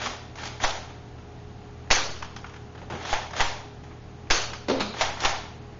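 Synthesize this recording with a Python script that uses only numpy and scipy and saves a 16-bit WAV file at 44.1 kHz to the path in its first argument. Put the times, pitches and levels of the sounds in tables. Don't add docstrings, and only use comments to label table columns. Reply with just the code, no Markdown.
import sys
import numpy as np
from scipy import signal
from scipy.fft import rfft, irfft, next_fast_len
from scipy.io import wavfile
from scipy.ndimage import uniform_filter1d, map_coordinates

SR = 44100
rng = np.random.default_rng(int(sys.argv[2]) if len(sys.argv) > 2 else 0)


def output_pcm(signal):
    pcm = np.clip(np.atleast_2d(signal).T, -1, 1) * 32767
    wavfile.write(sys.argv[1], SR, np.round(pcm).astype(np.int16))


def ratio(d):
    e = np.asarray(d, float) / 20
    return 10 ** e


N = 255457

# (centre [Hz], width [Hz], level [dB])
SHELL_MODES = [(750, 204, 0), (850, 110, -7.5), (1360, 25, -2.5), (1790, 50, -7.5), (2170, 30, -9.5),
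               (3400, 170, -10), (5830, 530, -17)]


def unit(x):
    return x / np.sqrt(np.mean(x ** 2, axis=-1, keepdims=True) + 1e-20)


def along(points, hz):
    f, v = np.transpose(points)
    return np.interp(np.log(hz + 1), np.log(f + 1), v)


def wobble(rate_hz):
    knots = rng.standard_normal(int(N * rate_hz / SR) + 4)
    return map_coordinates(knots, [np.arange(N) * rate_hz / SR])


def filtered(x, response):
    n = x.shape[-1]
    m = next_fast_len(n + 8192)
    return irfft(rfft(x, m) * response(np.fft.rfftfreq(m, 1 / SR)), m)[..., :n]


def causal(gain):
    c = irfft(np.log(gain + 1e-6))
    half = c.shape[-1] // 2
    c[..., 1:half] *= 2
    c[..., half + 1:] = 0
    return np.exp(rfft(c))


def body(peaks, hz, bed_db):
    power = sum((ratio(db) * w) ** 2 / ((hz - c) ** 2 + w ** 2) for c, w, db in peaks)
    return np.sqrt(power + ratio(bed_db) ** 2)


def tails(count):
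    # (frequency [Hz], t60 [s])
    room_t60 = [(150, 0.16), (500, 0.78), (1500, 0.59), (4000, 0.63), (7000, 0.5)]
    hz, t, z = signal.stft(rng.standard_normal((count, int(.8 * SR))), SR, nperseg=256)
    coarse = rng.standard_normal((count, len(hz) // 3 + 1, len(t) // 6 + 1))
    patches = coarse.repeat(3, axis=1).repeat(6, axis=2)[:, :len(hz), :len(t)]
    z = z * ratio(2.2 * patches)
    tail = signal.istft(z * ratio(-60 * t / along(room_t60, hz)[:, None]), SR, nperseg=256)[1]
    tail = tail * (1 - np.exp(-np.arange(tail.shape[1]) / SR / 0.0022))
    return tail / np.linalg.norm(tail, axis=1, keepdims=True)


def contacts(rows, peaks, bed_db, rise_s, low_hz):
    s, db, hollow_db, bright_db, t60_s, room_db = np.transpose(rows)[:, :, None]
    t, hz = np.arange(4096) / SR, np.fft.rfftfreq(8192, 1 / SR)
    burst = rng.standard_normal((len(rows), len(t))) * ratio(-60 * t / t60_s) * (1 - np.exp(-t / rise_s))
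    low = np.clip(np.log2(800 / (hz + 1)), 0, 1)
    high = np.clip(np.log2((hz + 1) / 2200), 0, 1)
    tilt = ratio(hollow_db * low + (bright_db + 4.0) * high)
    colour = causal(body(peaks, hz, bed_db) * tilt * hz ** 2 / (hz ** 2 + low_hz ** 2))
    struck = rfft(burst, 8192) * colour
    middle = irfft(struck * ((hz > 700) & (hz < 2500)))
    size = ratio(db) / np.abs(middle).max(axis=1, keepdims=True)
    spread = irfft(colour) * np.linalg.norm(burst, axis=1, keepdims=True)
    sound = size * ratio(room_db) * signal.fftconvolve(spread, tails(count=len(rows)), axes=1)
    sound[:, :8192] += size * irfft(struck * ratio(-3 * high))
    out = np.zeros(N + 2 * SR)
    for start, row in zip(s[:, 0], sound):
        out[max(round((start - rise_s) * SR), 0):][:len(row)] += row
    return out[:N]


def kind(events, colour):
    hollow_db, bright_db, t60_s, room_db = colour
    return [(s, db, hollow_db, bright_db + sum(turn_db), t60_s, room_db) for s, db, *turn_db in events]


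def shots():
    # (time [s], plunger [dB], sear [dB], housing [dB], plunger t60 [s])
    blows = [
        (1.9108, -6.5, -13, -16.5, .016),
        (4.309, -8.5, -13.5, -18, .024),
    ]
    # (centre [Hz], width [Hz], level [dB])
    muzzle = [(1020, 550, -4.5), (1460, 130, -3.5), (2680, 220, -8), (4400, 73, -4), (6100, 220, -4)]
    rows = kind([(s - .037, -43) for s, *_ in blows], (3, -17, .028, -5))
    rows += kind([(s - .007, sear_db) for s, _, sear_db, *_ in blows], (-3, -8, .055, -8))
    for s, plunger_db, *_, t60_s in blows:
        rows += kind([(s, plunger_db)], (0, -8, t60_s, -8))
    rows += kind([(s + .004, housing_db) for s, *_, housing_db, _ in blows], (2, -4, .04, 5.5))
    return contacts(rows, muzzle, bed_db=-5.5, rise_s=.00084, low_hz=253)


def shell_contacts(rows):
    return contacts(rows, SHELL_MODES, bed_db=-8.5, rise_s=.001205, low_hz=209)


def strokes():
    # (time [s], peak [dB], rebound under the stop [dB], extra treble [dB])
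    pulls = [
        (.062, -19.5, -2.5, -1),
        (3.129, -13.5, -3.5, -5),
        (5.011, -14, -2, -1),
    ]
    # (time [s], peak [dB], spring lead [s], spring under the stop [dB], extra treble [dB])
    pushes = [
        (.639, -13.5, 0.018, -17, 0.5),
        (3.406, -12, .008, -3.5, 1),
        (5.249, -14, .011, -4, 0),
    ]
    rebound_s = .006
    stops = [(s, db, turn_db) for s, db, *_, turn_db in pulls + pushes]
    rebounds = [(s + rebound_s, db + under_db, turn_db) for s, db, under_db, turn_db in pulls]
    rebounds += [(s + rebound_s, db - 1, turn_db) for s, db, *_, turn_db in pushes]
    springs = [(s - lead_s, db + under_db) for s, db, lead_s, under_db, _ in pushes]
    return shell_contacts(kind(stops, (-8, -8, .024, -2.5)) + kind(rebounds, (-7, -6, .036, -2))
                          + kind(springs, (-10, -17, .05, -2)))


def clacks():
    # (time [s], peak [dB], extra treble [dB])
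    clicks = [(.017, -26, 3), (.356, -34.5, 3.5), (.384, -29.5, -5), (.434, -25.5, 1), (.455, -29.5, 5),
              (.602, -26, -8), (3.01, -30.5, -11), (3.051, -27, 0), (3.093, -27, -5), (3.308, -32.5, 1),
              (3.334, -25.5, -3.5), (3.365, -26, 2), (4.94, -28.5, -6), (4.967, -28, -11),
              (5.172, -27.5, -6), (5.204, -26, 7)]
    return shell_contacts(kind(clicks, (-15, -9, .042, -2)))


def slide():
    # (start [s], stop [s], level at start [dB], level at stop [dB])
    rubs = [
        (0, 0.065, -30.5, -31),
        (0.372, .48, -39, -37),
        (0.597, 0.639, -46, -22),
        (2.961, 3.13, -45.5, -32),
        (3.351, 3.397, -34, -29),
        (4.94, 5.02, -42, -25.5),
        (5.186, 5.243, -38.5, -26),
    ]
    t = np.arange(N) / SR
    grains = rng.standard_normal(N) * ratio(2.5 * rng.standard_normal(N)) * (rng.random(N) < .4)

    def upper(hz):
        return 1 / (1 + (2600 / (hz + 1)) ** 4)

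    dull = unit(filtered(grains, lambda hz: body(SHELL_MODES, hz, bed_db=0) * (hz > 200) * (1 - upper(hz))))
    bright = unit(filtered(grains, lambda hz: body(SHELL_MODES, hz, bed_db=-19) * upper(hz) * (hz < 8000)))
    level, shine = np.zeros(N), np.zeros(N)
    bright_db = np.array([-8, 2])
    for start, stop, *ends_db in rubs:
        s, db = [start, stop], np.array(ends_db)
        level += ratio(np.interp(t, s, db - 5, -150, -150))
        shine += ratio(np.interp(t, s, db + bright_db - 6, -150, -150))
    rub = uniform_filter1d(level, 300) * dull + uniform_filter1d(shine, 300) * bright
    rub = ratio(1.3 * wobble(60)) * rub
    return rub + ratio(-2) * signal.fftconvolve(rub, tails(count=1)[0])[:N]


def latch():
    # (time [s], peak [dB])
    catches = [
        (4.798, -24.5),
        (4.805, -18),
        (4.821, -36),
    ]
    # (centre [Hz], width [Hz], level [dB])
    housing = [(218, 45, 14.5), (850, 150, -1.5), (1250, 150, 1), (2470, 140, -3.5), (3980, 340, 0.5)]
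    return contacts(kind(catches, (-6.5, -4.5, .12, -4.5)), housing, bed_db=-13, rise_s=.00052, low_hz=150)


def rings():
    # (time [s], frequency [Hz], level [dB], t60 [s])
    ringing = [(1.912, 4500, -36.5, .7), (4.31, 4520, -34, .7), (4.31, 3745, -36, .5), (.645, 915, -37, .6),
               (.642, 540, -33, .4), (3.415, 937, -31, .5), (5.255, 800, -32, .4), (5.252, 620, -33, .4),
               (4.70, 352, -29, .35), (4.70, 540, -28, .5), (4.80, 210, -29, .4), (.06, 250, -39, .3)]
    t, out = np.arange(N) / SR, np.zeros(N)
    for s, hz, db, t60_s in ringing:
        age = np.maximum(t - s, 0)
        blur = np.exp(1.2j * wobble(15 + hz / 28)) * ratio(3 * wobble(15 + hz / 60))
        envelope = ratio(db - 60 * age / t60_s) * (1 - np.exp(-age / .0034))
        out += envelope * np.real(blur * np.exp(2j * np.pi * hz * t))
    return out


def flying_disc():
    # (time [s], peak [dB], extra treble [dB])
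    landings = [
        (2.225, -23, -2.5),
        (2.364, -31, 4),
        (2.444, -27.5, -12),
        (2.496, -40.5, -3),
        (2.539, -35.5, -3),
        (2.564, -41, -4),
        (4.534, -26.5, 3),
    ]
    # (centre [Hz], width [Hz], level [dB])
    wall = [(1010, 280, 1.5), (1480, 130, -2), (3070, 210, 0.5), (5600, 690, -2)]
    flops = [(s + .021, db - 10) for s, db, _ in landings]
    rows = kind(landings, (-20, -11, .042, -6)) + kind(flops, (-14, -9, .045, -4))
    return contacts(rows, wall, bed_db=-6.5, rise_s=.002, low_hz=200)


def table_knocks():
    # (time [s], peak [dB])
    bumps = [
        (4.685, -23),
        (4.691, -26),
        (4.699, -22.5),
        (4.704, -27),
        (4.714, -25),
        (4.723, -31.5),
        (4.739, -24.5),
        (4.751, -32.5),
        (4.782, -30.5),
    ]
    # (centre [Hz], width [Hz], level [dB])
    tabletop = [(266, 13.6, 6), (390, 120, -4), (534, 200, -6.5), (900, 180, -10), (1380, 54, -19),
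                (3800, 900, -15.5)]
    dulls_db_per_s = -200
    events = [(s, db, dulls_db_per_s * (s - bumps[2][0])) for s, db in bumps]
    return contacts(kind(events, (3.5, -6, .04, -1.5)), tabletop, bed_db=-28, rise_s=.002, low_hz=163)


def grip():
    # (time [s], peak [dB])
    squeezes = [(2.752, -40), (2.778, -38), (2.817, -35), (2.831, -41), (2.902, -28), (2.911, -31.5),
                (2.924, -29.5), (2.937, -30.5), (2.953, -30), (2.974, -46)]
    # (centre [Hz], width [Hz], level [dB])
    damped = [(170, 41, -2), (450, 140, -9.5), (810, 88, -4), (1270, 230, -11.5), (3030, 270, -17)]
    return contacts(kind(squeezes, (4, -12, .065, -2)), damped, bed_db=-17.5, rise_s=.003, low_hz=100)


def finger_ticks():
    # (time [s], peak [dB], extra treble [dB])
    taps = [(.899, -40, 2), (1.184, -47, -4), (1.615, -49.5, -8), (3.837, -42, 0), (3.912, -39, -20)]
    return shell_contacts(kind(taps, (-10, -11, .045, 0)))


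def ambience():
    # (frequency [Hz], density [dB per Hz])
    air_spectrum = [(12, -42), (20, -13.5), (37, -1.5), (53, -15), (69, -11.5), (123, -9.5), (146, -8),
                    (308, -13), (385, -15), (415, -24), (506, -21.5), (735, -18.5), (874, -22),
                    (5780, -38.5), (7600, -36.5), (9880, -77.5), (16700, -120)]
    # (frequency [Hz], rms [dB])
    hum_lines = [(80.7, -48), (118.4, -48), (414.5, -54), (473.7, -62), (726.7, -62), (818.3, -63.5)]
    t = np.arange(N) / SR
    air = unit(filtered(rng.standard_normal(N), lambda hz: ratio(along(air_spectrum, hz))))
    out = ratio(-45.5 + 0.2 * wobble(2.864)) * air
    for hz, db in hum_lines:
        level = np.sqrt(2) * ratio(db + 1.6 * wobble(13))
        out += level * np.sin(2 * np.pi * hz * t + 9 / np.sqrt(hz) * wobble(6.4))
    return out


def scene():
    blaster = shots() + strokes() + clacks() + slide() + latch() + rings()
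    hands = grip() + finger_ticks()
    return (blaster + flying_disc() + table_knocks() + hands + ambience())[None]


def starved(x, hole_share):
    hz, t, z = signal.stft(x, SR, nperseg=1024)
    middle_db = 10 * np.log10(np.mean(np.abs(z[60:160]) ** 2, axis=0) + 1e-14)
    loud = np.clip((middle_db + 80) / 35, 0, 1)
    draw = rng.random((len(hz) // 6 + 1, len(t) // 2 + 1))
    draw = draw.repeat(6, axis=0).repeat(2, axis=1)[:len(hz), :len(t)]
    edge_hz = 7000 + 450 * loud + 450 * draw[0] ** 2
    kept = (hz[:, None] < edge_hz) & (draw > hole_share * (hz[:, None] / 7000) ** 4)
    return signal.istft(z * np.where(kept, 1, ratio(-35)), SR, nperseg=1024)[1][:N]


def top_cut(x):
    return signal.sosfilt(signal.butter(12, 7750, fs=SR, output="sos"), x)


def record(dry):
    # (time [s], push [dB], sag [dB], recovery [s])
    swings = [
        (.640, -21, -30, .06),
        (1.908, -17, -27, .13),
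        (3.129, -22, -38, .05),
        (3.405, -19.5, -26, .06),
        (4.304, -17, -26, .08),
        (4.712, -50, -32, .04),
        (4.806, -33, -55, .05),
        (5.011, -31, -29, .05),
        (5.249, -22, -27, .05),
    ]
    # (frequency [Hz], gain [dB])
    band_limit = [(6700, -0.5), (7200, -9.5), (7700, -39), (7950, -37), (15500, -37), (16000, -65)]
    t, swing = np.arange(N) / SR, np.zeros(N)
    for s, up_db, sag_db, recover_s in swings:
        age, late = np.maximum(t - s, 0), np.maximum(t - s - .04, 0)
        swing += ratio(up_db + 3) * (1 - np.exp(-age / .004)) * np.clip(1 - age / .047, 0, 1)
        sag = (1 - np.exp(-late / .01)) * np.exp(-late / recover_s)
        swing -= ratio(sag_db + 1) * sag * ratio(2 * wobble(25))
    patchy = starved(dry[0] + swing, hole_share=0.13)[None]
    heard = filtered(patchy, lambda hz: ratio(along(band_limit, hz)))
    return top_cut(heard)


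dry = scene()
out = record(dry)
output_pcm(out)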